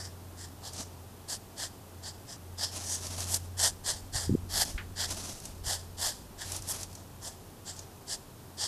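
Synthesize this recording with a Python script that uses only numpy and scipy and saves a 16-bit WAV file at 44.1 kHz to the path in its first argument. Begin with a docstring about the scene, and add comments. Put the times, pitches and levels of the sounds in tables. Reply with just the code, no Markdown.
"""Two hedgehogs snort and scuffle on a paved patio at night, close to a small outdoor microphone.
Turbulent breath rings in the nose; spines and feet scrape the stone; claws tick, with a few dull knocks.
Air buffets the microphone in lumps and short puffs.
Behind them: a wavering hum, far rumble and the recorder's hiss."""
import sys
import numpy as np
from scipy import signal
from scipy.fft import rfft, irfft, next_fast_len
from scipy.io import wavfile

SR = 44100
rng = np.random.default_rng(int(sys.argv[2]) if len(sys.argv) > 2 else 0)


def store_pcm(level_fs):
    """Save levels as 16-bit WAV."""
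    pcm = np.round(np.clip(level_fs, -1, 1) * 32767).astype(np.int16)
    wavfile.write(sys.argv[1], SR, np.atleast_2d(pcm).T)


N = 382347


def from_db(db):
    """Decibels to gain."""
    return 10 ** (np.asarray(db) / 20)


def rms_one(x):
    """Scale to unit rms."""
    return x / np.sqrt(np.mean(x ** 2) + 1e-20)


def in_time(rows):
    """Interpolate (t/s, value) rows to one value a sample."""
    return np.interp(np.arange(N) / SR, *np.transpose(rows))


def after(start_s, span_s):
    """Sample indices of a span, and their age in s."""
    at = np.arange(max(int(start_s * SR), 0), min(int((start_s + span_s) * SR), N))
    return at, at / SR - start_s


def drift(rate_hz):
    """Low-passed random wander, rms 1."""
    r = np.exp(-2 * np.pi * rate_hz / SR)
    return rms_one(signal.lfilter([1], [1, -2 * r, r * r], rng.standard_normal(N + SR))[SR:])


def resonate(x, modes):
    """Parallel resonances of alternating sign, each applied twice for deep valleys."""
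    out = 0
    for k, (hz, width_hz, level_db) in enumerate(modes):
        r = np.exp(-np.pi * width_hz / SR)
        b = (1 - r * r) / 2 * np.array([1, 0, -1])
        a = [1, -2 * r * np.cos(2 * np.pi * hz / SR), r * r]
        out = out + (-1) ** k * from_db(level_db) * signal.lfilter(b, a, signal.lfilter(b, a, x))
    return out


def colour(x, spectrum):
    """Shape noise by (f/Hz, gain/dB) rows; rms 1."""
    hz, gain_db = np.transpose(spectrum)
    size = next_fast_len(N)
    log_hz = np.log(np.arange(size // 2 + 1) * SR / size + 1e-3)
    gain = from_db(np.interp(log_hz, np.log(hz), gain_db))
    return rms_one(irfft(rfft(x, size) * gain, size)[:N])


def bursts(rows, t60_s, size=6000):
    """One decaying band of noise per (t/s, peak/dB, f/Hz) contact."""
    out, age_s = np.zeros(N + size), np.arange(size) / SR
    for start_s, peak_db, hz in rows:
        noise = rng.standard_normal(size) * from_db(-60 * age_s / t60_s)
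        burst = resonate(noise, [(hz, 0.95 * hz, 0)])
        first = int(start_s * SR)
        out[first:first + size] += from_db(peak_db) * burst / np.abs(burst).max()
    return out[:N]


def snorts(air_top_hz=13100, roundness=1.4, tail_t60_s=0.37, whistle_width_hz=800, glide=0.04):
    """Turbulent air, fluttering as wet nostrils flap, rings in the nose; flow swells, drops, trails off."""
    # Snorts, coloured by snout direction: t/s, rise/s, fall/s, level/dB, relative tail/dB, whistle/Hz,
    # then gain/dB of whistle, upper whistle, throat, palate, nostril, top hiss
    breaths = [(-0.006, 0.0085, 0.11, -42, -3, 5200, 9, -3, 7.5, 8, 0.5, -8),
               (0.359, 0.065, 0.053, -47, -5, 4860, 1, -1, -1, 6, -2, -4),
               (0.611, 0.062, 0.054, -44.3, -6.5, 4450, -1, -8, 2.5, -7, -7.5, 3),
               (1.274, 0.049, 0.06, -34.5, -17, 4700, 2.5, -10, 2, -1.5, 1, 5),
               (1.555, 0.064, 0.078, -38, -7, 4630, -5, -8, 0, 0, -5.5, 0),
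               (2.018, 0.05, 0.053, -40, -6, 4740, 1, -3, 2, -0.5, -6.5, -4),
               (2.261, 0.059, 0.055, -44.5, -30, 5560, 4, -4, 3.5, 2, -3, -5),
               (2.571, 0.058, 0.068, -34, -1.5, 5070, 3, -10, -0.5, -3.5, -7.5, 0),
               (2.816, 0.129, 0.033, -34, -7, 6200, 8, -6, -3, -3.5, 2.5, 2),
               (3.266, 0.094, 0.022, -31.5, -17.5, 6201, 0, -11, 2, -2, 3.5, 14.5),
               (3.564, 0.086, 0.067, -25, -17, 5740, -3, -8, 0, -1, -1, 2),
               (3.834, 0.058, 0.066, -32.5, -2, 4470, -2.5, -13, 2, -1, -2.5, 1),
               (4.121, 0.062, 0.0093, -35, 3, 4700, 0, -6, 3, 2, -1, 2),
               (4.482, 0.14, 0.026, -27, -10, 4870, -4, -9, 0.5, 0, -6, 7.5),
               (4.95, 0.081, 0.047, -31.5, -14, 4823, -6, -7, -1, 1.5, -8.5, 0),
               (5.631, 0.093, 0.055, -30.5, -6.5, 4870, -10, -19, 1, -1.5, -3.5, 2.5),
               (5.965, 0.093, 0.074, -32.5, -0.5, 4700, -8, -8, 0.5, -2.5, -4.5, 5),
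               (6.372, 0.048, 0.048, -44, 0, 5070, -14, -5, -2, 4, -7, 0),
               (6.663, 0.058, 0.0085, -30.5, -26, 6029, -1, -6, 3.5, -2, 2, 15),
               (7.203, 0.077, 0.029, -41, -6.5, 5940, -3, -8, 5.5, -2, -1, 4),
               (7.642, 0.053, 0.044, -42.5, -3, 5040, -8, 1, 1.5, -2, -5, -8),
               (8.058, 0.073, 0.035, -35, -13, 4830, -1, -3, -1.5, -3.5, -2.5, -10),
               (8.566, 0.076, 0.052, -34.5, 1, 5130, 0.5, -7, -2, -4, -5.5, -8)]
    # Airway resonances: f/Hz, width/Hz, gain/dB
    nose_modes = [(3250, 800, -6), (4800, 1700, -3)]
    upper_whistle = [(7500, 1100, 0)]
    throat = [(673, 550, -5)]
    palate = [(1750, 500, -5)]
    nostril = [(7700, 4450, -1.15)]
    top_hiss = [(10750, 5800, -16)]

    flutter = from_db(1.3 * drift(30) + 1.8 * drift(570))
    lowpass = signal.butter(10, air_top_hz, fs=SR, output="sos")
    air, spray = signal.sosfilt(lowpass, rng.standard_normal((2, N)) * flutter)
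    nose = resonate(air, nose_modes)
    bands = np.array([resonate(spray, upper_whistle), resonate(air, throat), -resonate(air, palate),
                      resonate(air, nostril), resonate(spray, top_hiss)])
    out = np.zeros(N)
    for start_s, rise_s, fall_s, level_db, tail_db, whistle_hz, whistle_db, *bands_db in breaths:
        at, age_s = after(start_s, rise_s + fall_s + tail_t60_s)
        up = np.clip(age_s / rise_s, 0, 1)
        down = np.clip((age_s - rise_s) / fall_s, 0, 1)
        progress = (up + down) / 2
        push = np.abs(np.sin(np.pi * progress)) ** roundness
        tail = up * from_db(tail_db - 60 * np.maximum(age_s - rise_s, 0) / tail_t60_s)
        # The whistle rises: crossfade from below its pitch to above.
        low, high = (resonate(spray[at], [(whistle_hz * ratio, whistle_width_hz, whistle_db)])
                     for ratio in (1 - glide, 1 + glide))
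        whistle = np.sqrt(1 - progress) * low + np.sqrt(progress) * high
        jet = nose[at] + whistle + from_db(bands_db) @ bands[:, at]
        out[at] += from_db(level_db) * np.hypot(push, tail) * rms_one(jet)
    return out


def hum(centre_hz=88.8):
    """One low tone, wavering in pitch and level."""
    # Hum contour: t/s, level/dB
    contour = [(0, -49.5), (0.45, -47.5), (0.55, -55), (1.05, -48.5), (1.85, -61), (2.05, -52), (2.35, -66),
               (2.46, -49), (3.65, -50), (3.78, -61), (4.2, -44.5), (5.25, -51), (5.42, -61), (5.65, -48),
               (6.05, -49.5), (6.13, -69), (6.6, -48.5), (7.45, -57), (7.75, -48), (8.0, -59.5),
               (8.67, -50.5)]
    level_db = in_time(contour) + 3.6 * drift(1)
    pitch_hz = centre_hz + 1.24 * drift(6.15)
    return np.sqrt(2) * from_db(level_db) * np.sin(2 * np.pi * np.cumsum(pitch_hz) / SR)


def buffet(low_hz=(18, 70), high_hz=(110, 220)):
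    """Lumpy air pressure on the microphone, strongest below the hum."""
    # Pressure contour: t/s, level/dB
    contour = [(0, -60), (2.5, -61.5), (3.8, -53.5), (4.2, -46.5), (4.5, -44.5), (4.85, -49), (5.1, -51.5),
               (5.6, -54.5), (6.0, -53.5), (6.7, -55.5), (7.4, -58), (8.67, -62)]
    lumps = rng.standard_normal(N) * from_db(1.8 * drift(23))
    low, high = (signal.sosfilt(signal.butter(2, band_hz, "band", fs=SR, output="sos"), lumps)
                 for band_hz in (low_hz, high_hz))
    return from_db(in_time(contour)) * rms_one(low + from_db(-9.5) * high)


def rumble_and_hiss(level_db=-50):
    """Steady far rumble and recorder hiss."""
    # Noise spectrum: f/Hz, gain/dB
    spectrum = [(59, -36), (100, -8.5), (118, -11), (149, -14.5), (358, -19), (390, -17), (480, -22.5),
                (828, -22.5), (2260, -37), (2560, -35), (14000, -36.5), (14900, -32.5)]
    return from_db(level_db) * colour(rng.standard_normal(N), spectrum)


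def knocks():
    """Dull contacts, lower and longer than the claw ticks."""
    # Knocks: t/s, peak/dB, f/Hz
    contacts = [(0.621, -42, 654), (4.779, -28, 1570), (4.788, -45.5, 2180), (6.974, -46, 608)]
    return bursts(contacts, t60_s=0.16)


def scrapes(contacts_per_s=9000, attack_s=0.043, t60_s=0.41):
    """Spines and feet drag over stone: tiny contacts of uneven size, in clumps."""
    # Drags: t/s, length/s, level/dB, change over the drag/dB, brightness/dB
    drags = [(0.707, 0.11, -44, -3.5, -8.5), (2.7, 0.27, -46, -5, -2), (2.973, 0.18, -54.5, 9.5, -2),
             (3.176, 0.13, -44.5, -0.5, 0), (4.628, .06, -47.5, -0.5, -3), (5.057, 0.27, -42, -4.5, -2.5),
             (5.414, 0.034, -47, -4, 1), (6.432, 0.096, -49.5, -0.5, 4.5), (6.526, 0.086, -45, -11.5, -4),
             (6.62, 0.033, -48, -6, -3), (6.709, 0.098, -44.5, -10, 3.5), (6.773, 0.019, -46.5, -4.5, -4),
             (6.926, 0.048, -58.5, -1, -15), (7.732, 0.07, -53, -2.5, -12)]
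    # Scrape spectra: f/Hz, gain/dB
    body_spectrum = [(260, 3), (450, -6.5), (655, 4.5), (1150, -6), (1660, -12), (2130, -16), (5880, 4),
                     (9000, -6.5), (11700, -50), (19800, -120)]
    top_spectrum = [(6000, -9), (8500, -6.5), (11000, -1.5), (15000, -26)]

    sizes = from_db(1.7 * np.minimum(rng.exponential(1, N), 6)) * rng.choice([-1, 1], N)
    hits = rng.random(N) < contacts_per_s * from_db(3 * drift(40)) / SR
    grit = sizes * hits
    unevenness = from_db(2.2 * drift(10.4))
    body, top = colour(grit, body_spectrum), colour(grit, top_spectrum)
    out = np.zeros(N)
    for start_s, length_s, level_db, change_db, bright_db in drags:
        at, age_s = after(start_s, length_s + t60_s)
        drag_db = level_db + change_db * np.minimum(age_s / length_s, 1)
        release_db = -60 * np.maximum(age_s - length_s, 0) / t60_s
        gain = np.minimum(age_s / attack_s, 1) * from_db(drag_db + release_db)
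        out[at] += gain * (body[at] + from_db(bright_db) * top[at]) * unevenness[at]
    return out


def claw_ticks(centre_hz=6500, spread=0.1):
    """Claws strike the paving, each a little off the common pitch."""
    # Claw strikes: t/s, peak/dB
    strikes = [(0.734, -32), (0.794, -40), (3.068, -27), (3.204, -22), (3.241, -27), (3.343, -15),
               (4.632, -23), (4.651, -28), (5.401, -33.5), (5.454, -28), (6.519, -26), (6.564, -25),
               (6.622, -30), (6.831, -25), (6.929, -38), (6.952, -33), (7.765, -37), (7.792, -30)]
    pitch_hz = centre_hz * (1 + spread * rng.uniform(-1, 1, len(strikes)))
    return bursts(np.column_stack([strikes, pitch_hz]), t60_s=0.028)


def puffs(cycles=1.58, size=4000):
    """Each eddy pushes the microphone membrane briefly to and fro."""
    # Eddies: t/s, envelope peak/dB, f/Hz
    eddies = [(4.149, -26.5, 85.6), (4.209, -48, 94.2), (4.273, -30, 91), (4.293, -16, 257),
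              (4.303, -21, 217), (4.31, -18.5, 120), (4.323, -17, 190), (4.337, -18, 188),
              (4.349, -12.5, 259), (4.421, -41, 58.4), (4.731, -30.5, 37.2), (4.748, -34, 61.5),
              (4.888, -35, 68), (5.489, -39, 45.8), (5.6, -36.5, 37.7), (5.664, -28, 76),
              (6.59, -34.5, 77.7)]
    out, age_s = np.zeros(N), np.arange(size) / SR
    for start_s, peak_db, hz in eddies:
        swell = np.sin(np.pi * np.minimum(age_s * hz / cycles, 1)) ** 2
        swing = np.sin(2 * np.pi * hz * age_s + rng.uniform(0, 2 * np.pi))
        first = int(start_s * SR)
        out[first:first + size] += from_db(peak_db) * swell * swing
    return out


def scene():
    """Hedgehogs, air on the microphone and night background, in mono."""
    mix = snorts() + hum() + buffet() + rumble_and_hiss() + knocks() + scrapes() + claw_ticks() + puffs()
    return mix[None]


def record(dry):
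    """Steep low-pass, 70 dB down from 15 kHz."""
    return signal.sosfilt(signal.cheby2(20, 70, 15000, fs=SR, output="sos"), dry)


dry = scene()
out = record(dry)
store_pcm(out)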